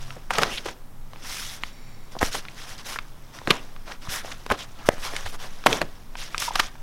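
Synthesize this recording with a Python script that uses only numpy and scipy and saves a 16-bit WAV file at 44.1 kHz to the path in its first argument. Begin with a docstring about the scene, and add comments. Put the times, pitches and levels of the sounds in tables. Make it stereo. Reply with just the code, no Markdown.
"""A cluttered, nearly dead room: magazines in plastic sleeves are slid off one pile and dropped on another.
Film hisses, rasps and crinkles over film by stick-slip; stiff sleeves snap as they bend.
Covers land with a short slap and the pile thuds; the hardest blows overload the close microphone.
Behind them: a faint thin ring, a low hum, room hush and the rumble of the hand-held microphone."""
import sys
import numpy as np
from scipy import signal
from scipy.fft import rfft, irfft
from scipy.io import wavfile
from scipy.ndimage import uniform_filter1d

SR = 44100
rng = np.random.default_rng(int(sys.argv[2]) if len(sys.argv) > 2 else 0)


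def to_wav(sig):
    """Store sig (one row per channel, or 1-D mono) as 16-bit WAV at the path in sys.argv[1].

    Samples outside -1..1 are clipped; the rate is SR.
    """
    pcm = np.clip(np.atleast_2d(sig), -1, 1) * 32767
    pcm = np.round(pcm).astype(np.int16)
    wavfile.write(sys.argv[1], SR, pcm.T)  # frames by channels


N = 300762
TAPS = 4096
HZ, TAP_HZ = np.fft.rfftfreq(N, 1 / SR), np.fft.rfftfreq(TAPS, 1 / SR)

# Sleeve buckles or edge taps the pile: start_s, energy_db, resonance_hz, edge_hz
SLEEVE_SNAPS = [(0.106, -11, 1570, 4800), (0.166, -21, 700, 2200), (0.3849, 6, 900, 7340),
                (0.4334, 10, 1310, 6300), (1.134, -15.5, 685, 5000), (1.16, -19, 900, 3900),
                (1.6356, -0.1, 1650, 3630), (2.1663, -7, 330, 1060), (2.229, 7.5, 382, 2550),
                (2.452, -14, 1290, 4900), (2.4845, -11.5, 2480, 3660), (2.988, -1.5, 1500, 4750),
                (3.3877, -14.5, 1510, 6600), (3.416, -15.5, 1000, 1100), (3.4742, 2.5, 920, 3950),
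                (3.7633, -17.5, 1120, 5100), (3.902, -13, 1320, 1110), (4.073, -11.5, 1050, 1190),
                (4.2475, -9.5, 490, 2200), (4.464, -7.5, 480, 6600), (4.502, 3, 795, 3800),
                (4.5146, 6, 960, 2380), (4.889, 16, 690, 2020), (5.154, -13, 1590, 8700),
                (5.1649, -1.5, 1920, 9500), (5.6395, -13, 1260, 6030), (5.662, 15, 480, 1400),
                (5.7288, 6, 2750, 5900), (5.8162, 5.5, 830, 4500), (6.1541, -9, 1030, 3500),
                (6.3458, 1, 1190, 3020), (6.38, -0.5, 3150, 8400), (6.4, -8, 5000, 12000),
                (6.402, -4.5, 5000, 12000), (6.5557, 5, 970, 6800), (6.5975, 4, 1420, 8000),
                (6.7547, -20.5, 1010, 2500)]
# Cover flops or scuffs: start_s, length_s, energy_db, resonance_hz, edge_hz
COVER_SLAPS = [(0.3056, 0.0038, 6.5, 840, 2980), (0.334, 0.0068, -3, 1700, 9000),
               (0.353, 0.0045, -4.2, 2430, 4500), (0.382, 0.0037, 4.5, 397, 3500),
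               (0.412, 0.021, 6, 530, 5200), (0.436, 0.0039, -4, 595, 6000), (0.572, 0.018, -1, 3170, 4020),
               (0.655, 0.011, -2, 373, 6300), (0.683, 0.0066, -5, 890, 4500),
               (2.151, 0.0048, -11, 540, 1480), (2.188, 0.0032, -10, 3660, 6530),
               (2.211, 0.01, 5, 630, 2180), (2.223, 0.02, -1, 710, 2300), (2.341, 0.017, 1, 650, 6500),
               (2.959, 0.0035, -4, 2050, 1520), (3.5051, 0.0054, 14, 2600, 4340),
               (3.877, 0.0059, -13, 550, 5000), (3.913, 0.011, -8, 1320, 5530),
               (4.086, 0.017, -9.5, 1470, 7000), (4.315, 0.0098, -8, 1560, 6600),
               (4.507, 0.012, 6.5, 860, 1720), (4.519, 0.0028, 4.5, 543, 5070),
               (5.135, 0.0025, -9, 420, 3500), (5.259, 0.006, -6, 690, 5000),
               (5.6645, 0.0053, 15, 990, 4300), (5.806, 0.028, -0.5, 580, 4670),
               (6.42, 0.0052, 0, 1200, 4000), (6.555, 0.0042, 6.5, 930, 5430),
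               (6.594, 0.01, 12, 1160, 5740)]
# Weight lands on a pile: start_s, energy_db, decay_s
PILE_THUDS = [(0.164, -12, 0.0076), (0.385, 2.5, 0.1), (0.658, -9.5, 0.037), (2.227, -1, 0.0057),
              (2.349, -6.5, 0.019), (3.475, 3, 0.025), (3.503, -9, 0.1), (4.512, 3, 0.015),
              (4.8882, 9, 0.0011), (5.665, 7, 0.06), (5.813, -3, 0.022)]
# Short low handling bumps, knocks and squeaks: start_s, length_s, energy_db, pitch_hz
LOW_BUMPS_AND_SQUEAKS = [(0.386, 0.011, 5.5, 1240), (2.217, 0.02, -1, 780), (2.226, 0.021, 2.5, 59.7),
                         (3.499, 0.024, 3, 165), (3.502, 0.011, 8, 389), (3.505, 0.012, 7.5, 1230),
                         (4.082, 0.011, -5.5, 93), (4.504, 0.023, 0.5, 62.7), (5.231, 0.064, -6.5, 86),
                         (4.8872, 0.0031, 12, 510), (5.706, 0.047, 2, 444.5), (6.477, .016, 2, 947),
                         (6.505, .009, -3.5, 880)]
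# Sleeve slides over sleeve: start_s, length_s, hiss_db, drum_offset_db, sheen_offset_db
SLIDE_STROKES = [(0.0, 0.053, -49, -32, -11), (0.045, 0.16, -56, 1, -8), (0.299, 0.25, -37, 3.5, -11.5),
                 (0.475, 0.15, -41, -26, -9), (0.634, 0.11, -44, 1, -13), (1.22, 0.39, -38.5, -32, -4.5),
                 (1.503, 0.092, -58, -18, 9), (1.606, 0.12, -49, -17, -12), (2.112, 0.044, -52, -4, -10),
                 (2.203, 0.11, -35, -3.5, -5), (2.307, 0.11, -35.5, -13, -7.5),
                 (2.554, 0.14, -44, -10, -11), (2.66, 0.11, -45.5, -4, -6), (2.777, 0.045, -42.5, -8, -16),
                 (2.844, 0.14, -38.5, -5.5, -4.5), (3.327, 0.086, -50.5, 1.5, -8),
                 (3.468, 0.12, -42.5, 9, -11), (3.854, 0.12, -47.5, 3, -13),
                 (4.011, 0.098, -47.5, -2.5, -11), (4.085, 0.14, -36, -5.5, -1.5),
                 (4.225, 0.14, -46.5, 1, -9), (4.49, 0.079, -42.5, 8, -15), (4.567, 0.095, -43, -3.5, -12),
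                 (4.778, 0.083, -54.5, 8, -19), (4.855, 0.04, -41.5, -6.5, -3),
                 (4.915, 0.042, -45, -11, -8), (4.98, 0.085, -54.5, -12, 4), (5.024, 0.074, -35, -9, -8.5),
                 (5.08, 0.14, -45.5, -1, -8.5), (5.252, 0.037, -40, -8, -12), (5.275, 0.055, -49.5, -7, 0),
                 (5.32, 0.05, -47.5, 4.5, -2), (5.385, 0.11, -44, 1, -8), (5.663, 0.15, -35.5, 4, -7),
                 (6.164, 0.13, -40, -13.5, -11.5), (6.388, 0.12, -32.5, -14, -5),
                 (6.498, 0.075, -46.5, 2.5, -13), (6.531, 0.17, -37.5, -7, -12)]
# Fingers rub the sleeve: time_s, level_db
FINGER_RUB = [(0.1, -54.5), (0.29, -64), (0.6, -51.5), (0.9, -73), (1.08, -67.5), (1.25, -50),
              (1.75, -61.5), (2.03, -64), (2.2, -56), (2.9, -55), (3.2, -63.5), (3.55, -51), (3.75, -61),
              (4.0, -63), (4.3, -53.5), (4.45, -56.5), (4.75, -58.5), (5.2, -43.5), (5.37, -61.5),
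              (5.5, -53), (5.85, -55.5), (6.08, -64), (6.35, -48), (6.8, -61)]
# Rubbed film: freq_hz, relative_db
FILM_SPECTRUM = [(150, 2.5), (300, 3), (600, 6), (900, 6.5), (1700, 2.5), (2500, 0), (3500, 2.5),
                 (4400, -2), (5500, 2), (7400, -3.5), (11000, -0.5), (15500, -10.5)]
# Film catches on film: start_s, length_s, level_db, pitch_hz
FILM_RASPS = [(0.492, 0.083, -36, 2900), (3.524, 0.093, -43, 2800), (4.107, 0.13, -38.5, 1670),
              (4.582, 0.06, -39.5, 3250), (4.846, 0.031, -38, 1320), (5.028, 0.087, -37, 1180)]
# Thin ring, resonances: centre_hz, width_hz, relative_db
RING_PEAKS = [(2190, 560, 0), (3850, 160, -2), (4500, 120, -0.5), (5560, 250, -1), (7160, 230, -5)]
# Thin ring, envelope: time_s, level_db
RING_ENVELOPE = [(1.55, -75), (1.66, -57), (1.95, -56.5), (2.5, -85)]
# Room hum, tones: pitch_hz, base_db
HUM_TONES = [(98, -58.5), (133, -53.5), (237, -61.5)]
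# Room hum, stronger at first: time_s, gain_db
HUM_GAIN = [(.12, 5), (.25, -7), (1.9, -2), (2.5, -4), (6.8, -4.5)]
# Room hush and handling rumble: freq_hz, relative_db
HUSH_SPECTRUM = [(4, -56), (9, 1), (13, 0), (20, -4), (30, -22.5), (45, -27), (80, -29), (140, -31.5),
                 (220, -32.5), (400, -41), (1000, -42), (2500, -54.5), (6000, -59), (15000, -58)]
# Room decay: freq_hz, t60_s
ROOM_DECAY = [(200, 0.11), (530, 0.23), (1400, 0.43), (3700, 0.19), (9700, 0.05)]


def sleeve_snaps(contact_s=0.00004, crack_s=0.00083, flutter_s=0.0026, flutter_limit_db=7):
    """A blunt pulse, a bright crack, then flutter as the bend runs through the sleeve."""
    out, t = np.zeros(N), np.arange(TAPS) / SR
    pulse = np.exp(-t / contact_s)
    for start_s, energy_db, resonance_hz, edge_hz in SLEEVE_SNAPS:
        excess_db = max(energy_db - flutter_limit_db, 0)  # thin film can only flutter so much
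        burst = contacts(np.exp(-t / crack_s), spread_db=5)
        crack = unit_energy(np.diff(burst, prepend=0))
        flutter = contacts(t * np.exp(-2 * t / flutter_s) / flutter_s, spread_db=6)
        force = pulse / pulse.sum() + gain_of(-4) * crack + gain_of(-8 - excess_db) * flutter
        sheet = sheet_response(energy_db, resonance_hz, edge_hz, air_db=-10)
        snap = bending_wave(signal.fftconvolve(force, sheet))
        add(out, start_s, gain_of(energy_db) * unit_energy(snap))
    return out


def cover_slaps(lead_s=0.02, graze_s=0.0033, settle_s=0.003, heavy_db=11):
    """Contacts build as a cover lands and die as it settles; a heavy one grazes the pile first."""
    out, t = np.zeros(N), np.arange(TAPS) / SR - lead_s
    for start_s, length_s, energy_db, resonance_hz, edge_hz in COVER_SLAPS:
        rise = np.clip(t / (0.33 * length_s), 0, 1)
        settle = np.exp(-np.maximum(t - 0.76 * length_s, 0) / settle_s)
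        graze_db = -12 - 1.4 * max(heavy_db - energy_db, 0)
        graze = gain_of(graze_db) * np.exp(-abs(t) / graze_s)
        force = contacts(rise * settle + graze, spread_db=3.5)
        sheet = sheet_response(energy_db, resonance_hz, edge_hz, air_db=-16)
        slap = signal.fftconvolve(force, sheet)
        add(out, start_s - lead_s, gain_of(energy_db) * unit_energy(slap))
    return out


def contacts(envelope, spread_db, passes=6):
    """A flurry of tiny uneven impacts, whitened: many contact points favour no pitch."""
    force = rng.standard_normal(TAPS) * uneven_gains(TAPS, spread_db)
    for _ in range(passes):
        power = uniform_filter1d(abs(rfft(force * envelope)) ** 2, size=25)
        force = irfft(rfft(force) / (power + 1e-9) ** 0.25)
    return unit_energy(force * envelope)


def sheet_response(energy_db, resonance_hz, edge_hz, air_db, damping=0.73, droop=0.83):
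    """One contact: damped paper resonance, tick of the film, push of trapped air."""
    hz, ratio = TAP_HZ, TAP_HZ / resonance_hz
    resonance = ratio ** 2 / np.hypot(1 - ratio ** 2, damping * ratio)
    paper = resonance * lowpass(hz, resonance_hz) ** droop * lowpass(hz, edge_hz, 5)
    tick_db = -25 + 4.5 * np.log2(edge_hz / 4000) + 0.38 * energy_db  # crisp or hard: brighter
    tick = gain_of(tick_db) * highpass(hz, resonance_hz) * lowpass(hz, 8000) * lowpass(hz, 12500, 4)
    air = gain_of(air_db) * highpass(hz, 130) * lowpass(hz, 450, 2)
    return minimum_phase(np.sqrt(paper ** 2 + tick ** 2 + air ** 2))


def bending_wave(x, lag_s=0.00025, lag_at_hz=1500, echo_gain=0.44, echo_s=0.000663):
    """Lows travel slower in a sheet, so a pulse chirps; the nearest edge returns an echo."""
    chirp = np.exp(-4j * np.pi * lag_s * np.sqrt(lag_at_hz * TAP_HZ))
    delay_s = echo_s * rng.uniform(0.47, 2.05)
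    comb = 1 + echo_gain * np.exp(-2j * np.pi * TAP_HZ * delay_s)
    return irfft(rfft(x, TAPS) * chirp * comb)


def pile_thuds(rise_s=0.004, low_hz=130, high_hz=550):
    """Stacked paper knocks dully under each landing."""
    out, t = np.zeros(N), np.arange(SR // 2) / SR
    pile = coloured(rng.standard_normal(N), highpass(HZ, low_hz, 2) * lowpass(HZ, high_hz, 3))
    for start_s, energy_db, decay_s in PILE_THUDS:
        envelope = np.minimum(t / rise_s, 1) * np.exp(-t / decay_s)
        knock = np.roll(pile, -round(start_s * SR))[:len(t)]
        add(out, start_s, gain_of(energy_db) * unit_energy(envelope * knock))
    return out


def low_bumps_and_squeaks(sag=0.14, roughness=0.56):
    """Handling bumps, knocks and squeaks: a few uneven cycles swell and die, sagging in pitch."""
    out = np.zeros(N)
    for start_s, length_s, energy_db, pitch_hz in LOW_BUMPS_AND_SQUEAKS:
        progress = np.linspace(0, 1, round(length_s * SR))
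        cycles = np.cumsum(pitch_hz * (1 + sag * (0.5 - progress))) / SR
        jitter = roughness * np.interp(cycles, np.arange(TAPS), rng.standard_normal(TAPS))
        wave = (1 + jitter) * np.sin(2 * np.pi * cycles + jitter)
        swell = np.sin(np.pi * progress) ** 2
        add(out, start_s, gain_of(energy_db) * unit_energy(swell * wave))
    return out


def sleeve_slides(drum_level, hiss_level, sheen_level, drum_hz=1700, sheen_hz=6000):
    """The same slips drum on the paper, hiss in the film and add a high sheen."""
    rub = stick_slip()
    film = gain_of(log_lookup(FILM_SPECTRUM, HZ)) * highpass(HZ, 120)
    drum_band = lowpass(HZ, drum_hz, 3)
    hiss_band = highpass(HZ, drum_hz, 3) * lowpass(HZ, sheen_hz, 5)
    sheen_band = highpass(HZ, sheen_hz, 5)
    drum = drum_level * coloured(rub, film * drum_band)
    hiss = hiss_level * coloured(rub, film * hiss_band)
    sheen = sheen_level * coloured(rub, film * sheen_band)
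    return drum + hiss + sheen


def slide_levels(skew=0.76, speed_powers=(1, 0.84, 1.2), finger_sheen_db=-9.5):
    """Drum, hiss and sheen amplitudes: an early-peaking arch of speed per stroke, over finger rub."""
    t = np.arange(N) / SR
    fingers = gain_curve(FINGER_RUB)
    energies = np.array([fingers, fingers, gain_of(finger_sheen_db) * fingers]) ** 2
    for start_s, length_s, hiss_db, drum_offset_db, sheen_offset_db in SLIDE_STROKES:
        speed = np.sin(np.pi * (t[t < length_s] / length_s) ** skew)
        offsets_db = (drum_offset_db, 0, sheen_offset_db)
        for energy, offset_db, power in zip(energies, offsets_db, speed_powers):
            add(energy, start_s, (gain_of(hiss_db + offset_db) * speed ** power) ** 2)
    return np.sqrt(energies)


def stick_slip(slips_per_s=3500, hiss_gain=0.8, patch_db=1.8):
    """Tiny releases over smooth hiss; the colour shifts in patches as the contact moves."""
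    slips = (rng.random(N) < slips_per_s / SR) * rng.choice([-1, 1], N)
    slips = unit_rms(slips * uneven_gains(N, spread_db=3))
    spectra = signal.stft(slips + hiss_gain * rng.standard_normal(N), nperseg=256)[2]
    patches = uniform_filter1d(rng.standard_normal(spectra.shape), size=3, axis=0)
    patches = unit_rms(uniform_filter1d(patches, size=6, axis=1))
    return signal.istft(spectra * gain_of(patch_db * patches), nperseg=256)[1][:N]


def film_rasps(relative_width=0.36):
    """Quick irregular slips ring one resonance of the taut film."""
    out = np.zeros(N)
    for start_s, length_s, level_db, pitch_hz in FILM_RASPS:
        n = round(length_s * SR)
        arch = np.sin(np.linspace(0, np.pi, n))
        band = peak(np.fft.rfftfreq(n, 1 / SR), pitch_hz, relative_width * pitch_hz)
        add(out, start_s, gain_of(level_db) * arch * coloured(rng.standard_normal(n), band))
    return out


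def crinkles(hiss_level, pops_per_s=90, offset_db=-7, low_hz=1300, high_hz=7000, pitches=8, q=3):
    """Small creases pop at random while the sleeve slides, the high ones stronger."""
    out, t = np.zeros(N), np.arange(TAPS) / SR
    for pitch_hz in np.geomspace(low_hz, high_hz, pitches):
        triggers = rng.random(N) < pops_per_s / pitches / SR
        kicks = triggers * uneven_gains(N, spread_db=1.5, cap=3)
        pop = unit_energy(t * np.exp(-t * pitch_hz * np.pi / q) * np.sin(2 * np.pi * pitch_hz * t))
        tilt_db = 2 * np.log2(pitch_hz / low_hz)
        out += gain_of(tilt_db) * signal.oaconvolve(kicks, pop)[:N]
    return gain_of(offset_db) * hiss_level * unit_rms(out)


def room_echoes(x, gain_db=-27, echoes_per_s=3000, first_s=0.0015, dull_hz=5000):
    """Weak echoes scatter off the clutter, each band dying at its own rate."""
    n = SR // 2
    echoes = rng.standard_normal(n) * (rng.random(n) < echoes_per_s / SR)
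    echoes *= np.arange(n) > first_s * SR
    hz, t, spectra = signal.stft(echoes, SR, nperseg=256)
    t60_s = log_lookup(ROOM_DECAY, hz)[:, None]
    fade = gain_of(-60 * t / t60_s) * lowpass(hz, dull_hz)[:, None]
    response = unit_energy(signal.istft(spectra * fade, SR, nperseg=256)[1])
    return gain_of(gain_db) * signal.fftconvolve(x, response)[:N]


def thin_ring():
    """Faint narrow resonances linger and fade."""
    peaks = sum(gain_of(db) * peak(HZ, centre_hz, width_hz) for centre_hz, width_hz, db in RING_PEAKS)
    return gain_curve(RING_ENVELOPE) * coloured(rng.standard_normal(N), peaks)


def room_hum(waver_depth=0.32, waver_hz=4.6):
    """Low tones waver slowly in strength and phase."""
    out, t = np.zeros(N), np.arange(N) / SR
    slow_band = lowpass(HZ, waver_hz, 2) ** 2
    for pitch_hz, base_db in HUM_TONES:
        real, imag = (coloured(rng.standard_normal(N), slow_band) for _ in range(2))
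        waver = 1 + waver_depth * (real + 1j * imag)
        tone = (waver * np.exp(2j * np.pi * pitch_hz * t)).real
        out += gain_of(base_db) * unit_rms(tone)
    return gain_curve(HUM_GAIN) * out


def hush_and_rumble(level_db=-35):
    """Steady room hush over the deep rumble of the moving microphone."""
    spectrum = gain_of(log_lookup(HUSH_SPECTRUM, HZ))
    return gain_of(level_db) * coloured(rng.standard_normal(N), spectrum)


def gain_of(db):
    return 10 ** (np.asarray(db) / 20)


def gain_curve(rows):
    """Amplitude per sample from rows of time_s, level_db."""
    time_s, level_db = np.transpose(rows)
    return gain_of(np.interp(np.arange(N) / SR, time_s, level_db))


def uneven_gains(n, spread_db, cap=4):
    """Random strengths: many small, a few large."""
    return gain_of(spread_db * np.minimum(rng.exponential(1, n), cap))


def unit_rms(x):
    return x / np.sqrt(np.mean(x ** 2) + 1e-20)


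def unit_energy(x):
    return x / np.sqrt(np.sum(x ** 2) + 1e-20)


def log_lookup(rows, hz):
    """Interpolates a table over log frequency."""
    freq_hz, values = np.transpose(rows)
    return np.interp(np.log(hz + 1), np.log(freq_hz + 1), values)


def lowpass(hz, corner_hz, order=1):
    return 1 / np.hypot(1, (hz / corner_hz) ** order)


def highpass(hz, corner_hz, order=1):
    return (hz / corner_hz) ** order * lowpass(hz, corner_hz, order)


def peak(hz, centre_hz, width_hz):
    return 1 / (1 + (2 * (hz - centre_hz) / width_hz) ** 2)


def coloured(x, magnitude):
    """Filters x and scales it to rms 1."""
    return unit_rms(irfft(rfft(x) * magnitude, len(x)))


def minimum_phase(magnitude):
    """The fastest-dying impulse response with this magnitude."""
    log_gain = np.log(np.maximum(np.r_[magnitude, magnitude[-2:0:-1]], 1e-5))
    return np.fft.ifft(np.exp(np.conj(signal.hilbert(log_gain)))).real


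def add(mix, start_s, sound):
    part = mix[max(round(start_s * SR), 0):][:len(sound)]
    part += sound[:len(part)]


def scene():
    """Close, central handling over the background; both channels alike."""
    drum_level, hiss_level, sheen_level = slide_levels()
    near = sleeve_snaps() + cover_slaps() + pile_thuds() + low_bumps_and_squeaks()
    near += sleeve_slides(drum_level, hiss_level, sheen_level) + film_rasps() + crinkles(hiss_level)
    mono = near + room_echoes(near) + thin_ring() + room_hum() + hush_and_rumble()
    return np.array([mono, mono])


def record(dry, hiss_db=-67.5, cutoff_hz=15950):
    """Faint hiss per channel, overload at full scale, then a band limit."""
    clipped = np.clip(dry + gain_of(hiss_db) * rng.standard_normal(dry.shape), -1, 1)
    band_limit = signal.firwin(511, cutoff_hz, window=("kaiser", 9), fs=SR)
    return signal.oaconvolve(clipped, band_limit[None], "same")


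dry = scene()
out = record(dry)
to_wav(out)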